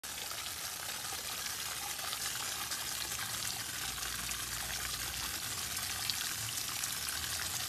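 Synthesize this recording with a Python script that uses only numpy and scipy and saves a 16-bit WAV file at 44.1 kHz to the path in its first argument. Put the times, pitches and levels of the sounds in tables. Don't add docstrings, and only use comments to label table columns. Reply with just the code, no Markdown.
import sys
import numpy as np
from scipy import signal
from scipy.fft import rfft, irfft
from scipy.io import wavfile
from scipy.ndimage import uniform_filter1d, map_coordinates

SR = 44100
rng = np.random.default_rng(int(sys.argv[2]) if len(sys.argv) > 2 else 0)


def digitize_waveform(pressure):
    field = np.atleast_2d(pressure).T
    bounded = np.clip(field, -1, 1)
    quanta = np.round(bounded * 32767).astype(np.int16)
    wavfile.write(sys.argv[1], SR, quanta)


N = 338688
TOP_HZ = 14150


def amp(db):
    return 10 ** (np.asarray(db) / 20)


def unit(x):
    return x / np.sqrt(np.mean(x ** 2) + 1e-20)


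def noise():
    return rng.standard_normal(N)


def along(points, hz):
    f, v = np.transpose(points)
    return np.interp(np.log(hz + 1), np.log(f + 1), v)


def curves(rows):
    times, *columns = np.transpose(rows)
    return [np.interp(np.arange(N) / SR, times, column) for column in columns]


def wobble(rate):
    return map_coordinates(rng.standard_normal(int(N * rate / SR) + 4), [np.arange(N) * rate / SR])


def coloured(x, spectrum, size=8192):
    cepstrum = irfft(np.log(amp(along(spectrum, np.fft.rfftfreq(size, 1 / SR)))))
    cepstrum[1:size // 2] *= 2
    cepstrum[size // 2 + 1:] = 0
    impulse = irfft(np.exp(rfft(cepstrum)))
    return unit(signal.fftconvolve(x, impulse)[:N])


def steady(x):
    power = uniform_filter1d(uniform_filter1d(x ** 2, SR // 6), SR // 6)
    return x / np.sqrt(np.abs(power) + 1e-12)


def pings(start, gain, hz, cycles, samples, rise=0):
    turns = np.minimum(hz, TOP_HZ)[:, None] * np.arange(samples) / SR
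    age = turns / np.reshape(cycles, (-1, 1))
    shape = (1 - np.exp(-turns ** 2 / 2)) * np.exp(-age)
    glide = 1 + rise * np.minimum(age, 2) / 2
    wave = shape / shape.max(axis=1, keepdims=True) * np.sin(2 * np.pi * turns * glide)
    at = (np.abs(start) * SR).astype(int)[:, None] + np.arange(samples)
    return np.bincount(at.ravel(), (gain[:, None] * wave).ravel(), N)[:N]


def bursts(start, gain, life_s, swell_s):
    power = np.bincount((np.abs(start) * SR).astype(int), gain ** 2, N)[:N]
    keep = np.exp(-1 / (swell_s * SR))
    power = signal.lfilter([1 - keep], [1, -keep], power)
    return np.sqrt(signal.lfilter([1], [1, -np.exp(-2 / (life_s * SR))], power))


def scatter(spread_db, count):
    when, chance = rng.random((count, 2)).T
    return when * N / SR, amp(-spread_db * np.log(.035 + .965 * chance))


def pitches(centre_hz, spread, count):
    return centre_hz * np.exp(spread * np.clip(rng.standard_normal(count), -2, 2))


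# time in seconds, then relative levels of plunge, spray and gurgle in dB.
STREAM_LEVELS = [(0, -46, -40.5, -51.5), (1.2, -44.5, -39, -50.5), (2.4, -42.5, -37.5, -49.5),
                 (3.48, -43.5, -37.5, -50), (3.68, -42.5, -38.5, -56), (3.87, -42, -39, -51.5),
                 (4.1, -42.5, -38.5, -55.5), (5.2, -42.5, -38, -53), (6.3, -46, -36.5, -57),
                 (6.7, -47, -37.5, -55.5), (7.68, -44, -37, -52)]
# frequency in Hz, relative level in dB.
PLUNGE_SPECTRUM = [(30, -45), (150, -15), (330, -9), (600, -17), (950, -13.5), (1200, -3), (1650, -3),
                   (2200, -9), (3200, -3.5), (7000, -50.5)]
SPRAY_SPECTRUM = [(300, -31), (1000, 0), (2000, -0.5), (2900, 1.5), (4600, 1), (6500, 1), (9000, -1),
                  (14000, -4)]
GURGLE_SPECTRUM = [(30, -53), (120, -25), (250, -6.5), (450, -9), (600, 2), (780, 4.5), (900, -0.5),
                   (1100, -34), (2000, -37)]


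def stream(lumps=1000):
    plunge_db, spray_db, gurgle_db = curves(STREAM_LEVELS)
    start, size = scatter(spread_db=0.84, count=lumps)
    varied = lambda: size * amp(5.2 * rng.random(lumps))
    cavities = pings(start, varied(), pitches(1414, 0.26, lumps), cycles=1.14, samples=500, rise=0.044)
    churn = bursts(start, varied(), life_s=0.006, swell_s=0.0014) * noise()
    plunge = coloured(amp(-10.5) * unit(cavities) + unit(churn) + amp(-7.5) * noise(), PLUNGE_SPECTRUM)
    pockets = pings(start, varied(), pitches(606, 0.41, lumps), cycles=0.81, samples=900, rise=0.075)
    gurgle = coloured(amp(-11.5) * unit(pockets) + noise(), GURGLE_SPECTRUM)
    landing, weight = scatter(spread_db=3.5, count=13000)
    cloud = bursts(start, varied(), life_s=0.019, swell_s=0.0011)
    droplet_hz = rng.uniform(1200, TOP_HZ, len(landing))
    droplet_gain = weight * cloud[(landing * SR).astype(int)] * droplet_hz
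    droplets = pings(landing, droplet_gain, droplet_hz, cycles=0.81, samples=90)
    mist = unit(cloud * noise())
    spray = coloured(unit(droplets) + amp(-2.5) * mist + amp(0.5) * noise(), SPRAY_SPECTRUM)
    body = amp(gurgle_db - 6.5) * steady(gurgle) + amp(plunge_db - 7.0) * steady(plunge)
    return body, amp(spray_db - 4.5) * steady(spray)


# frequency in Hz, relative level in dB.
SPLAT_SPECTRUM = [(300, -21), (700, -5), (1100, -3.5), (1700, 6), (2200, 1), (3300, 0), (5000, 4),
                  (7500, -7.5), (14000, -4)]


def splats():
    spray_db = curves(STREAM_LEVELS)[1]
    start, size = scatter(spread_db=2.5, count=480)
    ticks = bursts(start, size, life_s=0.0028, swell_s=0.00035) * noise()
    return amp(spray_db - 10.5) * coloured(ticks, SPLAT_SPECTRUM)


def overflow(drops=1100, bubbles=1000):
    spray_db = curves(STREAM_LEVELS)[1]
    start, size = scatter(spread_db=5.0, count=drops)
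    patter = pings(start, size, pitches(5160, 0.36, drops), cycles=1.34, samples=220)
    start, size = scatter(spread_db=1.0, count=bubbles)
    fizz = pings(start, size, pitches(7400, 0.36, bubbles), cycles=42.7, samples=1200, rise=0.0363)
    return amp(spray_db - 13.0) * unit(patter) + amp(spray_db - 13.5) * unit(fizz)


# time in seconds, delay in milliseconds.
WALL_DELAY = [(0, 2.34), (2.3, 2.46), (4, 2.556), (7.68, 2.62)]


def wall(x, share, dull_hz):
    late = np.arange(N) - curves(WALL_DELAY)[0] * SR / 1000
    dull = signal.sosfiltfilt(signal.butter(1, dull_hz, fs=SR, output="sos"), x)
    return x + share * map_coordinates(dull, [late], order=1)


# frequency in Hz, seconds to die away by 60 dB.
YARD_DECAY = [(200, 0.17), (2000, 0.045), (12000, 0.12)]


def yard(x, slices=60):
    hz, t, spectra = signal.stft(rng.standard_normal((slices, SR // 6)), SR, nperseg=256)
    decay = amp(-60 * t / along(YARD_DECAY, hz)[:, None])
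    tails = signal.istft(spectra * decay, SR, nperseg=256)[1]
    out = np.zeros(N + SR)
    for part, tail in zip(np.array_split(np.arange(N), slices), tails):
        answer = signal.fftconvolve(x[part], tail / np.linalg.norm(tail))
        out[part[0]:][:len(answer)] += answer
    return out[:N]


# time in seconds, level in dB.
RUMBLE_LEVEL = [(0, -58.5), (1.8, -57), (2.3, -56.5), (3.5, -56), (5.0, -54), (5.8, -53.5), (7.68, -55)]
# frequency in Hz, relative level in dB.
RUMBLE_SPECTRUM = [(20, -48), (45, -11), (65, 0), (100, -1.5), (160, -5), (250, -8), (500, -17.5),
                   (2000, -67)]
# loudest moment and half length in seconds, centre in Hz, level in dB.
RUMBLE_SWELLS = [(3.4, .17, 109, -57), (3.4, 0.23, 184, -61), (4.22, .06, 172, -59), (4.8, 0.23, 149, -63),
                 (5.8, .15, 100, -60), (6.42, 0.093, 111.5, -51), (7.4, .2, 118, -60.5)]
# loudest moment in seconds, firing rate in Hz, its rise in Hz per second, level in dB.
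ENGINE_PULLS = [(3.0, 72.5, 3, -60), (5.15, 75.2, 5, -58), (7.33, 82.6, 32, -51)]


def traffic(skirt_db=-47, pull_half_s=0.25):
    t = np.arange(N) / SR
    swell = lambda peak_s, half_s: np.exp(-((t - peak_s) / half_s) ** 2 / 2)
    out = amp(curves(RUMBLE_LEVEL)[0]) * coloured(noise(), RUMBLE_SPECTRUM)
    for peak_s, half_s, hz, db in RUMBLE_SWELLS:
        band = coloured(noise(), [(hz / 2, skirt_db), (hz, 0), (hz * 2, skirt_db), (hz * 10, -100)])
        out += amp(db) * swell(peak_s, half_s) * band
    for peak_s, hz, rise, db in ENGINE_PULLS:
        firing_hz = (hz + rise * (t - peak_s)) * (1 + 0.013 * wobble(8.8))
        engine = np.sin(2 * np.pi * np.cumsum(firing_hz) / SR)
        out += amp(db + 1.6 * wobble(12.0)) * swell(peak_s, pull_half_s) * engine
    return out


# time in seconds, level in dB.
MAINS_LEVEL = [(0, -75), (2.4, -65), (3.2, -62), (3.6, -58.5), (4.8, -58), (6.2, -62), (6.42, -63),
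               (6.65, -59), (7.68, -61)]


def hum(mains_hz=119.7, motor_hz=58.8, motor_db=-51.5, on_s=3.79, off_s=5.33, fade_s=0.17):
    t = np.arange(N) / SR
    mains_db = curves(MAINS_LEVEL)[0] + 1.6 * wobble(7)
    mains = amp(mains_db) * np.sin(2 * np.pi * mains_hz * t + 0.44 * wobble(9))
    running = np.clip(np.minimum(t - on_s, off_s - t) / fade_s + .5, 0, 1)
    return mains + amp(motor_db) * running * np.sin(2 * np.pi * motor_hz * t)


# start and length in seconds, rms level in dB, centre pitch in Hz.
FLUNG_SHEETS = [(0.176, 0.013, -43, 3450), (0.22, .007, -45, 3300), (0.374, 0.035, -43.5, 3730),
                (0.887, .014, -41.5, 3200), (1.281, 0.016, -42, 3820), (1.466, 0.0037, -37, 2900),
                (1.91, 0.033, -50, 6500), (2.218, 0.03, -41.5, 8200), (2.256, 0.015, -42, 6000),
                (2.393, 0.017, -40, 4500), (2.712, 0.034, -41, 6240), (3.851, 0.012, -39, 4900),
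                (3.877, 0.023, -40, 5000), (4.023, 0.01, -38.5, 6800), (4.179, 0.016, -43, 3500),
                (4.269, 0.0064, -41, 5300), (4.31, 0.011, -39, 7500), (4.527, 0.025, -40.5, 8100),
                (4.736, 0.0076, -43, 3700), (4.747, 0.019, -40, 6000), (4.919, 0.027, -42.5, 5600),
                (5.339, .018, -46, 6160), (5.623, 0.011, -43, 4530), (5.765, .012, -36.5, 8550),
                (6.135, 0.0057, -38, 2800), (6.291, 0.0047, -38, 2800), (6.575, 0.01, -37, 8500),
                (6.756, 0.011, -39.5, 5900), (6.835, 0.017, -39, 8600), (6.921, 0.011, -39, 9000),
                (7.082, .009, -47, 9300), (7.244, 0.0087, -42, 7500), (7.337, 0.022, -40, 6560),
                (7.414, 0.012, -45, 2180), (7.598, 0.0097, -39, 4320)]


def spatters(droplets=40, size_range_db=1):
    out = np.zeros(N)
    for start, length, db, hz in FLUNG_SHEETS:
        when, size = rng.random((2, droplets))
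        gain = amp(size_range_db * size)
        ticks = pings(start + length * when, gain, pitches(hz, 0.31, droplets), cycles=0.72, samples=200)
        out += amp(db) * ticks * np.sqrt(length * SR / np.sum(ticks ** 2))
    return out


# start in seconds, peak level in dB, pitch in Hz, ring in cycles.
BIG_DROPS = [(0.217, -25.5, 3420, 1), (0.2602, -29, 4800, 1), (0.304, -26, 4770, 0.9),
             (0.4614, -24, 3160, .85), (0.652, -28, 4630, 1.3), (0.92, -29, 4240, 1.2),
             (1.12, -30, 4110, .9), (1.4612, -20, 5300, .8), (1.912, -22, 7000, 1),
             (2.1304, -21.5, 3500, 1), (2.5208, -27, 3500, 1), (2.713, -24, 4690, 1),
             (2.7295, -27, 4770, 1), (2.8899, -29, 4900, 4.7), (2.951, -25, 3800, 0.92),
             (3.002, -26.5, 3500, 2.4), (3.021, -22.5, 4150, 4), (3.151, -26, 6400, 2.5),
             (3.347, -27.5, 3620, 2), (3.4261, -20, 4360, .7), (3.474, -18, 8240, 1.5),
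             (3.4912, -28, 4140, 3), (3.5045, -18, 4800, 0.77), (4.03, -24, 5900, 1.2),
             (4.1548, -21.5, 10500, .8), (4.265, -22, 7500, 0.62), (4.311, -19.5, 6650, 1.2),
             (4.316, -24, 7000, 1.2), (4.342, -28, 3230, 1), (4.7343, -26, 3260, 1.2),
             (4.8513, -29, 3010, 0.63), (4.9095, -28, 4300, 1.5), (5.0175, -26, 7100, 1.6),
             (5.0785, -27, 4870, 1), (5.207, -23, 5300, 0.53), (5.2638, -33, 4010, 1),
             (5.3575, -27, 5450, 1), (5.3997, -29, 4400, 3), (5.5095, -24, 8040, 1),
             (5.5918, -23.5, 5580, 1.5), (5.769, -24, 5800, 1), (5.8297, -28, 7500, 1),
             (5.8483, -23, 5000, 1), (5.9105, -23, 6100, 2), (5.923, -28, 4320, 1.2),
             (5.9948, -28, 3200, 1.2), (6.0238, -25, 4860, 1.5), (6.0497, -27.5, 2930, 1.5),
             (6.096, -12, 4230, 1.1), (6.2092, -21, 3400, 0.64), (6.2205, -25, 6000, 1),
             (6.2438, -27, 4010, 1.5), (6.256, -26, 4610, 1.2), (6.4883, -25, 2900, 3.1),
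             (6.573, -23, 6730, 1.1), (6.582, -21, 6200, 0.68), (6.6802, -27, 3440, 0.81),
             (6.8379, -18, 6750, 2), (6.8817, -23, 8500, 1), (6.9265, -19, 10100, 1),
             (7.0255, -26, 5690, 2.2), (7.0506, -23, 4800, 1.4), (7.0863, -21, 9800, 1.2),
             (7.088, -18, 9300, 1.2), (7.1735, -26, 4200, 0.9), (7.2409, -22.5, 3700, 0.51),
             (7.3315, -20, 6100, 0.79), (7.3605, -27, 4810, 1.2), (7.4211, -23, 5520, 3),
             (7.466, -22, 8040, 1.5), (7.5662, -19.5, 6700, 1.5)]


def smacks(trailing_drops=3, snap_lag_s=0.001, wake_s=0.0064):
    start, db, hz, ring = np.transpose(BIG_DROPS)
    snap = pings(start + snap_lag_s, amp(db), hz, ring, samples=400)
    spit = bursts(start, amp(db), life_s=0.0036, swell_s=0.0011) * coloured(noise(), SPRAY_SPECTRUM)
    wake = np.zeros(N)
    for _ in range(trailing_drops):
        landing = start + snap_lag_s + wake_s * rng.random(len(start))
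        wake += pings(landing, amp(db), pitches(hz, 0.29, len(start)), cycles=0.68, samples=300)
    return snap + amp(-23) * spit + amp(-15.5) * wake


# start in seconds, relative level in dB, cavity pitch in Hz, ring in cycles.
HEAVY_LUMPS = [(0.22, -45, 460, 1.7), (0.238, -39, 780, 2.3), (0.336, -34, 1650, 1.3),
               (0.338, -39, 620, .8), (0.413, -33.5, 1300, 1.8), (0.68, -37, 1430, 1.6),
               (0.795, -33, 680, 0.9), (0.828, -27.5, 1390, 1.5), (0.883, -37, 780, 2),
               (0.897, -33, 1500, 1.4), (0.939, -36, 1320, 3), (0.982, -40, 780, 2.2),
               (1.045, -31.5, 1400, 1.7), (1.122, -38, 770, 3.6), (1.124, -44, 400, .8),
               (1.186, -31, 1700, 0.84), (1.189, -41, 500, .9), (1.295, -37, 810, 1.9),
               (1.464, -34, 1990, 1.6), (1.682, -38, 730, 1.2), (1.718, -30, 1430, 1.6),
               (1.73, -30, 1650, 1.5), (1.81, -42, 766, 3.4), (1.833, -39, 760, 2), (1.838, -36, 1250, 2),
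               (1.91, -30, 1820, 1.5), (1.855, -35, 807, 3.5), (1.93, -37, 820, 0.79),
               (1.954, -39, 800, 1.5), (2.037, -33.5, 696, 4.4), (2.046, -31, 1320, 1.5),
               (2.258, -24, 1590, 1.3), (2.352, -31, 1390, 1.4), (2.404, -34, 840, 1.7),
               (2.423, -31.5, 1230, 2), (2.551, -44, 780, 2), (2.602, -32.5, 1300, 2),
               (2.636, -32, 1660, 1.6), (2.725, -32, 1290, 1.9), (2.821, -31, 1100, 1.1),
               (3.05, -35, 360, 0.5), (3.21, -30, 2220, 2.5), (3.224, -30, 1590, 1.8),
               (3.225, -34, 800, 1.7), (3.285, -33, 1370, 1.4), (3.344, -30, 1510, 1.2),
               (3.452, -27.5, 1650, 2.5), (3.535, -43, 337, 1.1), (3.562, -35.5, 770, 1.6),
               (3.834, -28.5, 1580, 3.2), (3.848, -35.5, 810, 1.6), (3.98, -31, 1450, 1.9),
               (4.052, -29, 1490, 1.4), (4.14, -29.5, 1590, 2), (4.573, -41, 705, 2), (4.623, -39, 800, 2),
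               (4.693, -33, 1610, 1.5), (4.705, -25, 1730, 1.8), (4.758, -31, 1540, 1.4),
               (4.783, -40, 725, 2.2), (4.799, -29.5, 1570, 2), (4.85, -24, 1680, 1.3),
               (4.929, -41, 430, .8), (5.014, -31.5, 1670, 1.5), (5.077, -38, 800, 1.1),
               (5.078, -44, 350, 1), (5.223, -36, 975, 2), (5.246, -29.5, 1130, 2.3),
               (5.318, -36, 1720, 1.4), (5.341, -28, 1450, 1.8), (5.358, -43, 303, 2.1),
               (5.786, -31.5, 1160, 2.5), (5.826, -39.5, 704, 2.2), (5.899, -30, 1590, 1.2),
               (5.9, -38, 880, 1.7), (5.959, -33, 1550, 1.4), (5.989, -36, 756, 1.3),
               (6.175, -40, 820, 1.1), (6.189, -35, 1780, 2), (6.216, -31, 1460, 2.8),
               (6.234, -34, 1460, 1.5), (6.236, -38.5, 710, 2), (6.311, -32, 1300, 1.6),
               (6.69, -29, 1330, 1.8), (6.716, -28, 1200, 1.8), (6.765, -40, 790, 1.3),
               (6.826, -33.5, 1570, 1.5), (6.862, -34, 1330, 1.6), (6.946, -36, 1350, 1.1),
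               (7.068, -27.5, 1530, 1.4), (7.092, -31.5, 1520, 1.3), (7.123, -31, 1380, 4.3),
               (7.151, -30, 1590, 1.5), (7.169, -32, 1630, 1.5), (7.213, -33, 1620, 1),
               (7.241, -29, 1620, 2), (7.269, -32.5, 1530, 1.3), (7.327, -29.5, 1640, 2),
               (7.356, -37, 735, 1.7), (7.394, -29, 1550, 1.8), (7.413, -25, 1650, 1.5),
               (7.539, -39, 830, 1.6), (7.602, -41, 754, 2)]


def plops(pocket_count=3, cavity_lag_s=0.00161, shedding_s=0.00492):
    start, db, hz, ring = np.transpose(HEAVY_LUMPS)
    gain = amp(db)
    slap = bursts(start, gain, life_s=0.004, swell_s=0.0003) * coloured(noise(), SPLAT_SPECTRUM)
    cavity = pings(start + cavity_lag_s, gain, hz, ring, samples=2600, rise=0.0077)
    pockets = np.zeros(N)
    for _ in range(pocket_count):
        shed = start + shedding_s * rng.random(len(start))
        pockets += pings(shed, gain, pitches(hz, 0.25, len(start)), cycles=0.84, samples=900, rise=0.06)
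    splash = bursts(start, gain, life_s=0.005, swell_s=0.00079) * coloured(noise(), PLUNGE_SPECTRUM)
    return amp(-17) * slap + amp(-3.5) * cavity + amp(-16.5) * pockets + amp(-12.5) * splash


def scene():
    body, spray = stream()
    water = wall(body + plops(), share=0.34, dull_hz=2860)
    water += wall(spray + splats(), share=0.22, dull_hz=2880)
    water += overflow() + smacks() + spatters()
    return (water + amp(-7.0) * yard(water) + hum() + traffic())[None]


def record(dry):
    silence_s = 0.035
    live = dry * (np.arange(N) >= silence_s * SR)
    lowpass = signal.firwin(401, TOP_HZ, fs=SR, window="blackman")
    return signal.fftconvolve(live, lowpass[None], "same", axes=1)


dry = scene()
out = record(dry)
digitize_waveform(out)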